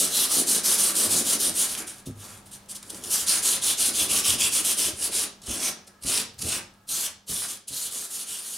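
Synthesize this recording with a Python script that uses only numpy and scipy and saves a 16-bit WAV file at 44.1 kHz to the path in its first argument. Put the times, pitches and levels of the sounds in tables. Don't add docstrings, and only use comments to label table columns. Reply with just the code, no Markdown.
import sys
import numpy as np
from scipy import signal
from scipy.fft import irfft
from scipy.io import wavfile
from scipy.ndimage import uniform_filter1d, map_coordinates

SR = 44100
rng = np.random.default_rng(int(sys.argv[2]) if len(sys.argv) > 2 else 0)


def volts_from_db(level):
    exponent = np.asarray(level, float) / 20
    return 10 ** exponent


def transcribe(u):
    v = np.clip(np.atleast_2d(u).T, -1, 1)
    q = np.round(v * 32767).astype(np.int16)
    wavfile.write(sys.argv[1], SR, q)


N = 377937

# time [s], level [dB].
WORKSHOP_LEVEL = [
    (0, -57),
    (2.6, -54),
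    (5.9, -57.5),
    (6.8, -58.5),
    (7.25, -64.5),
    (8.57, -71),
]
# frequency [Hz], density [dB per Hz].
WASH_SPECTRUM = [(20, -1), (60, -11), (200, -9.5), (400, -18), (900, -14.5), (1600, -23.5), (2300, -24.5),
                 (9000, -30.5), (15800, -37)]
# frequency [Hz], level [dB].
MAINS_HUM = [(100, -64.5), (199.5, -59)]
# frequency [Hz], width [Hz], level over the wash [dB].
MACHINE_WHINE = [(1290, 81, -14), (1647, 26, -16), (1730, 25, -22)]
# centre [s], level [dB], half-width [s].
WHINE_SWELLS = [
    (2.0, 1, 0.096),
    (5.92, 7, 0.14),
    (6.8, 0, 0.11),
]

# frequency [Hz], t60 [s].
WALL_DECAY = [(250, 0.51), (700, 0.42), (1700, 0.35), (4600, 0.37), (12000, 0.17)]
# frequency [Hz], likeness [0..1].
EAR_LIKENESS = [(60, 1.0), (300, 0.93), (700, 0.62), (1400, 0.12), (3000, 0.6), (7000, 0.57), (10000, 0.82),
                (12500, 0.89)]

# time [s], push [dB], push length [s], knock [dB], boom [dB].
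THUMPS = [
    (1.05, -49, 0.018, -57, -40),
    (2.065, -35, 0.016, -25, -33.5),
    (5.477, -27, 0.016, -36.5, -43),
    (6.041, -29.5, 0.018, -30.5, -44),
    (6.423, -36, 0.016, -32, -51),
    (6.9, -50, 0.011, -42, -58),
    (7.292, -34, 0.015, -30, -46),
    (7.7, -44, 0.014, -39, -60),
    (2.829, -54, .01, -49.5, -58),
]
# frequency [Hz], level [dB], t60 [s].
KNOCK_MODES = [(144, -1.5, 0.1), (217, -2.5, 0.091), (330, -1, 0.036), (423, -6, 0.038),
               (562, -12.5, 0.042)]
BOOM_HZ, BOOM_T60_S = 101, 0.7
KNOCK_SAG, KNOCK_SAG_S = 0.12, 0.027

# frequency [Hz], density [dB per Hz].
DRUM_SPECTRUM = [(90, -42.5), (160, -7.5), (210, 1), (330, 0.5), (520, -2), (760, -6.5), (1000, -24),
                 (1500, -32)]
RASP_SPECTRUM = [(500, -15.5), (750, -6), (1200, -3), (1600, -0.5), (2100, -3.5), (2500, -3), (3300, -29)]
ROCK_SPECTRUM = [(20, -8.5), (40, -10), (62, 1), (80, 3.5), (100, -1.5), (135, 3), (200, -28)]
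# frequency [Hz], width [Hz], level [dB].
PANELS = [(221, 93, 10), (416, 58, -2), (535, 36, 7), (1035, 87, 9), (1161, 134, 11), (1321, 41, 13.5)]
# centre [s], level [dB], half-width [s].
CHATTER_SWELLS = [(0, -43.5, 0.067), (.21, -48.5, 0.029), (.385, -37, 0.048), (.54, -52, 0.067),
                  (.99, -47, 0.034), (1.05, -40, 0.017), (1.13, -43.5, 0.037), (1.2, -39, 0.03),
                  (1.37, -46, 0.03), (1.48, -46.5, 0.06), (1.81, -45, 0.043), (2.98, -53, 0.076),
                  (3.91, -44, 0.028), (4.05, -48, 0.05), (4.18, -50.5, 0.033), (4.34, -47, 0.028),
                  (4.89, -44, 0.018), (5.09, -43, 0.014), (5.5, -46, 0.012), (5.59, -45, 0.028),
                  (6.11, -49, 0.027), (6.47, -44, 0.036), (6.56, -46.5, 0.021)]
# centre [s], level [dB], half-width [s].
BUZZ_SWELLS = [(.69, -51, 0.072), (1.33, -51, .04), (1.81, -49.5, 0.074), (2.3, -66, 0.043),
               (2.37, -63, .025), (2.835, -53.5, 0.013), (2.97, -65, 0.038), (3.17, -57, 0.04),
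               (3.35, -48.5, 0.08), (3.55, -52, 0.066), (5.75, -64, 0.088), (6.16, -48, 0.066),
               (6.57, -46.5, 0.063), (7.07, -51, 0.05), (7.44, -46.5, 0.02)]
# centre [s], level [dB], half-width [s].
SWAY_SWELLS = [(.93, -53, 0.11), (1.5, -48, 0.17), (1.8, -57, 0.084), (2.15, -38, 0.089), (2.5, -59, .1),
               (3.05, -49, 0.19), (3.7, -41, 0.23), (4.2, -37, 0.26), (4.92, -40.5, 0.23), (5.5, -52, .08),
               (5.9, -62, .1), (6.07, -31, 0.052), (6.2, -52, .08), (6.47, -32, 0.095), (7.73, -63, .06),
               (7.93, -48, .05)]
DRUM_DB, DRUM_LAW = -30, 0.55
RASP_DB, RASP_LAW, RASP_WEIGHT, RASP_LAG_S = -28.5, 0.65, 0.5, 0.015
ROCK_DB, ROCK_LAW, ROCK_REST_DB, SWAY_TRIM_DB = -50.5, 0.82, -77, -14.5
CHATTER_PER_S, CHATTER_HZ, CHATTER_WIDTH_HZ = 62, 303, 133

# start [s], length [s], start level [dB], end level [dB].
STROKES = [(-.03, .12, -14, -28.5), (.297, 0.13, -21.5, -22.5), (.475, 0.12, -19, -24),
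           (.643, .12, -20, -21), (.781, .14, -20, -24), (.95, .12, -24, -19.5), (1.1, .12, -21, -23.5),
           (1.251, .1, -24.5, -18), (1.398, 0.1, -22, -22.5), (3.112, 0.13, -19.5, -28),
           (3.275, 0.13, -16, -28.5), (3.432, .14, -20.5, -25), (3.623, .11, -24, -22.5),
           (3.783, 0.12, -21, -23.5), (4.093, .11, -23.5, -21), (4.242, 0.11, -20, -24),
           (4.394, 0.095, -21.5, -23.5), (4.524, 0.087, -22.5, -22.5), (4.643, 0.096, -22, -24),
           (4.778, .12, -20.5, -25.5), (5.121, .13, -23.5, -25)]
# start [s], length [s], start level [dB], end level [dB].
SWEEPS = [
    (6.068, .15, -24.5, -25),
    (6.893, 0.18, -28, -28.5),
    (7.288, 0.18, -28, -31),
    (7.488, 0.082, -28.5, -43),
    (7.719, 0.17, -31.5, -32),
    (7.916, 0.16, -30, -37.5),
    (8.101, 0.14, -33, -34.5),
    (8.271, .14, -34, -35),
    (8.42, 0.16, -38, -34.5),
]
# start [s], length [s], start level [dB], end level [dB].
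EASED = [(.109, 0.15, -24.5, -20), (1.583, 0.083, -16.5, -25.5), (1.69, 0.055, -26, -27),
         (1.936, 0.068, -45.5, -46.5), (2.201, 0.2, -41.5, -52), (2.872, .022, -41, -45),
         (2.926, 0.067, -40, -42.5), (3.047, 0.073, -34, -36), (3.975, 0.09, -17, -27.5),
         (4.992, 0.085, -28, -23.5), (5.495, 0.09, -27.5, -33.5), (5.608, 0.087, -25.5, -24.5),
         (6.461, .12, -26, -28)]
# start [s], length [s], start level [dB], end level [dB].
FLICKS = [(1.775, 0.048, -28, -38.5), (1.869, 0.046, -36.5, -37), (2.061, 0.027, -41, -44.5),
          (2.46, 0.048, -47, -60), (2.514, 0.046, -42, -39), (2.689, 0.028, -41, -29.5),
          (2.75, 0.015, -34, -29), (2.9, 0.018, -26.5, -45), (5.419, 0.02, -61, -39),
          (5.466, .013, -33, -42), (5.872, 0.025, -43.5, -60), (6.015, .012, -49, -49),
          (6.036, 0.027, -33.5, -45), (6.386, 0.012, -41, -37), (6.397, 0.025, -51, -23),
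          (7.678, 0.038, -35, -43)]
STROKE_RISE_S, SWEEP_RISE_S, EASED_RISE_S, FLICK_RISE_S = 0.0078, 0.0098, 0.024, 0.003
# time [s], pressure [dB], palm resonance [Hz], weight on the hull [dB].
HAND = [(0, -12, 4400, -1), (.7, -10.5, 4030, 1), (1.15, -11, 3900, 1.5), (1.45, -17, 4050, -1),
        (1.65, -12, 3540, -2), (2.05, -4, 3800, -7.5), (2.3, -6, 3730, 3), (2.55, -6.5, 4200, -13),
        (2.85, -21, 4400, -4.5), (3.05, -2, 4400, 3.5), (3.17, -20, 4100, -5), (3.33, -8.5, 4260, -2),
        (4.3, -3, 3500, 0), (5.2, -11.5, 3500, -2), (5.5, -1.5, 3800, 2.5), (6.5, -3.5, 3540, -3.5),
        (6.95, -9, 3860, -6), (8.57, -9, 4120, -7.5)]
# time [s], block note [Hz], note level [dB], finest-grit level [dB].
GRIPS = [(.04, 4000, 5, -0.5), (.2, 4000, 13, 3.5), (.37, 4200, 3, 0), (.54, 4000, -2, 0),
         (.71, 4100, -2.5, 2.5), (.85, 4100, 1, 3.5), (1.01, 3900, -2, 0.5), (1.16, 3400, -11, 0),
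         (1.31, 3150, 6, 0), (1.45, 4200, -4, 2), (1.62, 3200, -1, -1), (2.3, 3700, -6, 2),
         (2.54, 5000, -8, 0), (2.72, 4500, -4, -2), (3.17, 3100, -8, 1), (3.33, 4300, 5, -4.5),
         (3.5, 4100, 4.5, -3), (3.68, 3860, 5.5, -1.5), (3.85, 4180, -10, 0), (4.02, 3430, 0.5, 0),
         (4.15, 2950, 2.5, 1), (4.3, 3000, 0.5, 0), (4.44, 2720, 7, -0.5), (4.57, 2950, -3.5, -1),
         (4.7, 2800, 1.5, 1), (4.84, 2850, -0.5, -2), (5.04, 3000, -1, -4), (5.19, 2600, 4, -3.5),
         (5.54, 3300, -8, -6), (5.66, 2540, 2.5, 2), (6.14, 2850, -2.5, -0.5), (6.52, 2850, -3.5, -2),
         (6.99, 3700, -6, 3.5), (7.38, 4100, -5, 1.5), (7.8, 4200, 5, 2), (8.0, 4300, -0.5, 2),
         (8.17, 3800, -10, 1), (8.34, 3200, 3, 0), (8.5, 4000, -5, 1.5)]
GRIP_WIDTH_HZ, BLOCK_EDGE_HZ = 690, 2410

# time [s], peak [dB].
EDGE_TAPS = [(0.9542, -16), (2.0647, -28), (2.4553, -43), (2.5132, -41.5), (2.8794, -34.5), (3.037, -16),
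             (5.417, -30), (5.8755, -40), (6.023, -27), (6.0352, -27.5), (6.389, -22), (6.889, -18),
             (7.282, -30), (7.6799, -20.5)]
# time [s], peak [dB].
CRUMB_SNAPS = [
    (1.7494, -15.5),
    (1.7644, -21),
    (2.6584, -47),
    (2.7657, -35),
    (2.8275, -26),
    (2.944, -27),
    (6.7374, -47),
    (6.906, -21),
]
# time [s], peak [dB].
NICKS = [(.955, -12), (1.271, -17.5), (1.4956, -7), (1.8232, -20), (1.8836, -25.5), (1.897, -24.5),
         (1.9449, -35), (1.9835, -31), (2.1113, -36), (2.2424, -28), (2.3061, -31), (2.3761, -31),
         (2.6595, -45), (2.759, -33), (2.7652, -27), (2.8275, -28), (2.8299, -23.5), (2.9022, -24),
         (2.947, -25), (2.9684, -30), (3.0492, -21), (3.0594, -21), (4.031, -11), (4.1885, -6),
         (4.325, -18), (4.7795, -20), (5.1415, -18), (5.4606, -28), (5.4704, -30), (5.8484, -47),
         (5.882, -36), (6.2869, -36), (6.4237, -13.5), (7.5733, -27), (8.0527, -20), (8.3678, -23)]
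# frequency [Hz], density [dB per Hz].
FIZZ_SPECTRUM = [(2300, -37.5), (2900, -13.5), (4100, -11.5), (7100, -8), (8300, -5.5), (9350, -1.5),
                 (10300, -5), (11500, -12), (13000, -22), (15800, -24)]
SHEEN_SPECTRUM = [(7500, -37), (9600, -17), (10900, -2.5), (12600, -5.5), (14200, -12), (15850, -22)]
# frequency [Hz], width [Hz], level [dB].
BITE_MODES = [(2750, 290, -14), (3114, 800, 4.5), (3500, 370, 4.5), (4050, 430, 4.5), (4570, 670, 4),
              (5490, 1120, 6), (6480, 860, 3)]


def evened(x):
    return x / np.sqrt(np.mean(x ** 2) + 1e-20)


def read(points, hz):
    f, value = np.transpose(points)
    return np.interp(np.log(hz + 1), np.log(f + 1), value)


def curve(rows):
    s, *columns = np.transpose(rows)
    return [np.interp(np.arange(N) / SR, s, c) for c in columns]


def swells(rows):
    t = np.arange(0, N + 64, 64) / SR
    s, db, half_s = np.transpose(rows)[:, :, None]
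    bells = volts_from_db(db) * np.exp(-((t - s) / half_s) ** 2)
    return np.interp(np.arange(N) / SR, t, bells.sum(0))


def drift(per_s):
    knots = rng.standard_normal(4000)
    steps = np.arange(0, N + 64, 64)
    slow = map_coordinates(knots, [steps * per_s / SR], order=3)
    return np.interp(np.arange(N), steps, evened(slow))


def colour(x, points):
    log_gain = np.log(volts_from_db(read(points, abs(np.fft.fftfreq(8192, 1 / SR)))))
    impulse = np.fft.ifft(np.exp(np.conj(signal.hilbert(log_gain)))).real[:4096]
    return evened(signal.oaconvolve(x, impulse)[:N])


def ring(x, hz, width_hz):
    r = np.exp(-np.pi * 1.5 * width_hz / SR)
    pole = r * np.exp(2j * np.pi * hz / SR)
    return 2 * signal.lfilter([(1 - r) ** 2], [1, -2 * pole, pole ** 2], x + 0j).real


def wandering_ring(x, hz, width_hz):
    turn = np.exp(2j * np.pi * np.cumsum(hz * np.ones(len(x))) / SR)
    r = np.exp(-np.pi * 1.5 * width_hz / SR)
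    smooth = signal.lfilter([(1 - r) ** 2], [1, -2 * r, r * r], x * turn.conj())
    return 2 * (turn * smooth).real


def ticks(per_s, spread_db):
    chance, size, sign = rng.random((3, N))
    size_db = spread_db * np.minimum(-np.log(size + 1e-9), 4)
    return (chance < per_s / SR) * volts_from_db(size_db) * np.sign(sign - 0.5)


def spread(a, b):
    same = np.clip(read(EAR_LIKENESS, np.fft.rfftfreq(2 * SR, 1 / SR)), 0, 1)
    parts = []
    for x, sign in [(a, 1), (b, -1)]:
        impulse = np.roll(irfft(np.sqrt(0.5 + sign * same / 2)), 512)[:1024] * np.hanning(1024)
        parts.append(signal.oaconvolve(x, impulse)[512:N + 512])
    mid, side = parts
    return np.array([mid + side, mid - side])


def workshop():
    wash = spread(*(colour(rng.standard_normal(N), WASH_SPECTRUM) for ear in "LR"))
    hiss = rng.standard_normal(N)
    whine = sum(volts_from_db(db - 3 + 0.88 * drift(6.6)) * evened(ring(hiss, hz, width_hz))
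                for hz, width_hz, db in MACHINE_WHINE)
    hum = sum(volts_from_db(db + 3.5) * np.sin(2 * np.pi * hz * np.arange(N) / SR) for hz, db in MAINS_HUM)
    level = volts_from_db(curve(WORKSHOP_LEVEL)[0] + drift(2.72))
    return level * (wash + (1 + swells(WHINE_SWELLS)) * whine + volts_from_db(52) * hum)


def walls(x, turns_per_s=13):
    echoes = np.zeros((3, 2, SR // 2))
    jitter = rng.integers(0, 20, (3, 2, (SR // 2 - 201) // 20))
    at = np.arange(200, SR // 2 - 20, 20) + jitter
    np.put_along_axis(echoes, at, rng.choice([-1., 1.], at.shape), 2)
    hz, t, z = signal.stft(echoes, SR, nperseg=512)
    z = z / (abs(z) + 0.2 * abs(z).mean())
    decay = volts_from_db(-60 * t / read(WALL_DECAY, hz)[:, None])
    tails = signal.istft(z * decay, SR, nperseg=512)[1]
    phase = turns_per_s * np.arange(N) / SR + np.arange(3)[:, None, None] / 3
    turns = np.sqrt(2 / 3) * np.cos(np.pi * phase)
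    wet = signal.oaconvolve(x * turns, tails / np.linalg.norm(tails[0, 0]), axes=2).sum(0)
    return spread(*wet[:, :N])


def thumps():
    out = np.zeros(N + SR)
    t = np.arange(SR // 2) / SR
    bent_t = t + KNOCK_SAG * KNOCK_SAG_S * (1 - np.exp(-t / KNOCK_SAG_S))
    luck = rng.random((len(THUMPS), len(KNOCK_MODES)))
    boom = volts_from_db(-60 * t / BOOM_T60_S) * np.sin(2 * np.pi * BOOM_HZ * t) * np.minimum(t / 0.027, 1)
    for (s, push_db, push_s, knock_db, boom_db), detune in zip(THUMPS, luck):
        push = np.sin(2 * np.pi * t / push_s) * np.exp(-t / push_s) * np.minimum(t / 0.0093, 1)
        knock = np.zeros(len(t))
        for (hz, db, t60_s), u in zip(KNOCK_MODES, detune):
            knock += volts_from_db(db - 60 * t / t60_s) * np.sin(2 * np.pi * hz * (0.927 + 0.23 * u) * bent_t)
        knock *= np.minimum(t / 0.0099, 1)
        bounce_1 = volts_from_db(-2.5) * np.roll(knock, round(0.01265 * SR))
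        bounce_2 = volts_from_db(0.5) * np.roll(knock, round(0.0255 * SR))
        blow = volts_from_db(push_db) * push + volts_from_db(boom_db) * boom + volts_from_db(knock_db) * (knock - bounce_1 + bounce_2)
        out[round(s * SR):][:len(t)] += blow
    return out[:N]


def hull(moving):
    weight_db = curve(HAND)[2]
    speed = abs(uniform_filter1d(moving, 900, origin=300))
    keep = np.exp(-1 / (RASP_LAG_S * SR))
    lagging = signal.lfilter([1 - keep], [1, -keep], speed)

    bumps = ticks(2500, 3.1)
    panels = evened(sum(volts_from_db(db + 2.5 * drift(5)) * ring(bumps, hz, width_hz) for hz, width_hz, db in PANELS))
    drum = evened(colour(bumps, DRUM_SPECTRUM) + 0.76 * panels)
    drumming = volts_from_db(DRUM_DB + weight_db) * speed ** DRUM_LAW

    skips = bumps * np.exp(np.cos(2 * np.pi * CHATTER_PER_S * np.arange(N) / SR))
    skip_ring = evened(ring(skips, CHATTER_HZ, CHATTER_WIDTH_HZ))
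    chatter = evened(skip_ring + 1.4 * colour(skips, DRUM_SPECTRUM))

    rasp = colour(ticks(5000, 4.4), RASP_SPECTRUM)
    rasping = volts_from_db(RASP_DB + RASP_WEIGHT * weight_db) * lagging ** RASP_LAW + swells(BUZZ_SWELLS)

    rock = colour(ticks(300, 8.3), ROCK_SPECTRUM)
    rocking = volts_from_db(ROCK_DB + weight_db) * abs(uniform_filter1d(speed, 6000)) ** ROCK_LAW
    rocking += volts_from_db(ROCK_REST_DB) + volts_from_db(SWAY_TRIM_DB) * swells(SWAY_SWELLS)
    return drumming * drum + swells(CHATTER_SWELLS) * chatter + rasping * rasp + rocking * rock


def strokes(stop_s=0.009, dulling=0.76):
    power = np.zeros(N)
    for rows, rise_s in [(STROKES, STROKE_RISE_S), (SWEEPS, SWEEP_RISE_S),
                         (EASED, EASED_RISE_S), (FLICKS, FLICK_RISE_S)]:
        for s, length_s, start_db, end_db in rows:
            at = np.arange(max(round((s - 0.1) * SR), 0), min(round((s + length_s + 0.1) * SR), N))
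            t = at / SR - s
            start = np.sin(np.pi / 2 * np.clip(0.5 + 0.17 * t / rise_s, 0, 1)) ** 2
            stop = 1 / (1 + np.exp((t - length_s) / min(stop_s, 0.38 * length_s)))
            level = volts_from_db(np.interp(t, [0, length_s], [start_db, end_db]))
            power[at] += (start * stop * level) ** 2
    bite_db = curve(HAND)[0]
    sheen_db = np.clip(-dulling * bite_db, -6, 4)
    return np.sqrt(power) * volts_from_db(np.array([np.zeros(N), bite_db, sheen_db]))


def taps():
    out = np.zeros(N)
    t = np.arange(round(0.15 * SR)) / SR
    for rows, trim_db, t60_s in [(EDGE_TAPS, -11, 0.06), (CRUMB_SNAPS, -6, 0.025)]:
        for s, db in rows:
            out[round(s * SR):][:len(t)] += volts_from_db(db + trim_db - 60 * t / t60_s) * np.minimum(t / 0.0018, 1)
    return out


def grips():
    s, *columns = np.transpose(GRIPS)
    held = np.searchsorted((s[1:] + s[:-1]) / 2, np.arange(N) / SR)
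    hz, db, sheen_db = (uniform_filter1d(c[held], 800) for c in columns)
    return hz, volts_from_db(db), volts_from_db(sheen_db)


def patchy(x, depth_db):
    z = signal.stft(x, nperseg=512)[2]
    patches = uniform_filter1d(rng.standard_normal(z.T.shape), 10, 0)
    patches = evened(uniform_filter1d(patches, 14, 1))
    return signal.istft(z * volts_from_db(depth_db * patches.T), nperseg=512)[1][:N]


def nicks():
    s, db = np.transpose(NICKS)
    hits = np.zeros(N)
    hits[np.round(s * SR).astype(int)] = volts_from_db(db) * np.sign(rng.random(len(s)) - 0.5)
    clicks = colour(hits, FIZZ_SPECTRUM)
    return clicks * abs(hits).max() / abs(clicks).max()


def sandpaper(gains):
    tap_gains = taps() * volts_from_db(np.array([[0], [-6], [1.5]]))
    fizz_gain, bite_gain, sheen_gain = np.hypot(gains, tap_gains)
    grip_hz, grip_gain, grip_sheen = grips()
    judder = volts_from_db(drift(120) + 0.063 * drift(30))

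    fizz = fizz_gain * colour(ticks(16000, 2.6), FIZZ_SPECTRUM)
    fizz += volts_from_db(-14) * grip_sheen * sheen_gain * colour(ticks(14000, 4.6), SHEEN_SPECTRUM)

    catches = ticks(9000, 5.1)
    palm_hz = curve(HAND)[1]
    shift = (palm_hz / 3800) ** 0.23
    bite = volts_from_db(2.5) * grip_gain * wandering_ring(catches, grip_hz, GRIP_WIDTH_HZ)
    for hz, width_hz, db in BITE_MODES:
        mode_hz = hz * shift * (1 + 0.03 * drift(6))
        bite += volts_from_db(db + drift(12)) * wandering_ring(catches, mode_hz, width_hz)
    bite = signal.sosfilt(signal.butter(4, BLOCK_EDGE_HZ, "high", fs=SR, output="sos"), bite)
    return judder * patchy(volts_from_db(-1.5) * fizz + volts_from_db(-3) * bite_gain * evened(bite), 1.7)


def scene():
    gains = strokes()
    paper = sandpaper(gains) + nicks()
    shell = hull(gains[0])
    blows = thumps()
    direct = (paper + shell + blows) * volts_from_db(np.array([[-0.1], [0.1]]))
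    to_walls = volts_from_db(-6) * paper + volts_from_db(-5.5) * shell + volts_from_db(-12) * blows
    return direct + walls(to_walls) + workshop()


def band_limit(x):
    return signal.sosfilt(signal.butter(12, 15910, fs=SR, output="sos"), x)


def record(dry):
    thin = signal.sosfilt(signal.butter(2, 42, "high", fs=SR, output="sos"), dry)
    rounded = 0.6 * np.tanh(thin / 0.6)
    edge = signal.firwin(511, 15900, window=("kaiser", 9), fs=SR)
    mix = signal.oaconvolve(rounded, edge[None], "same")
    return band_limit(mix)


dry = scene()
out = record(dry)
transcribe(out)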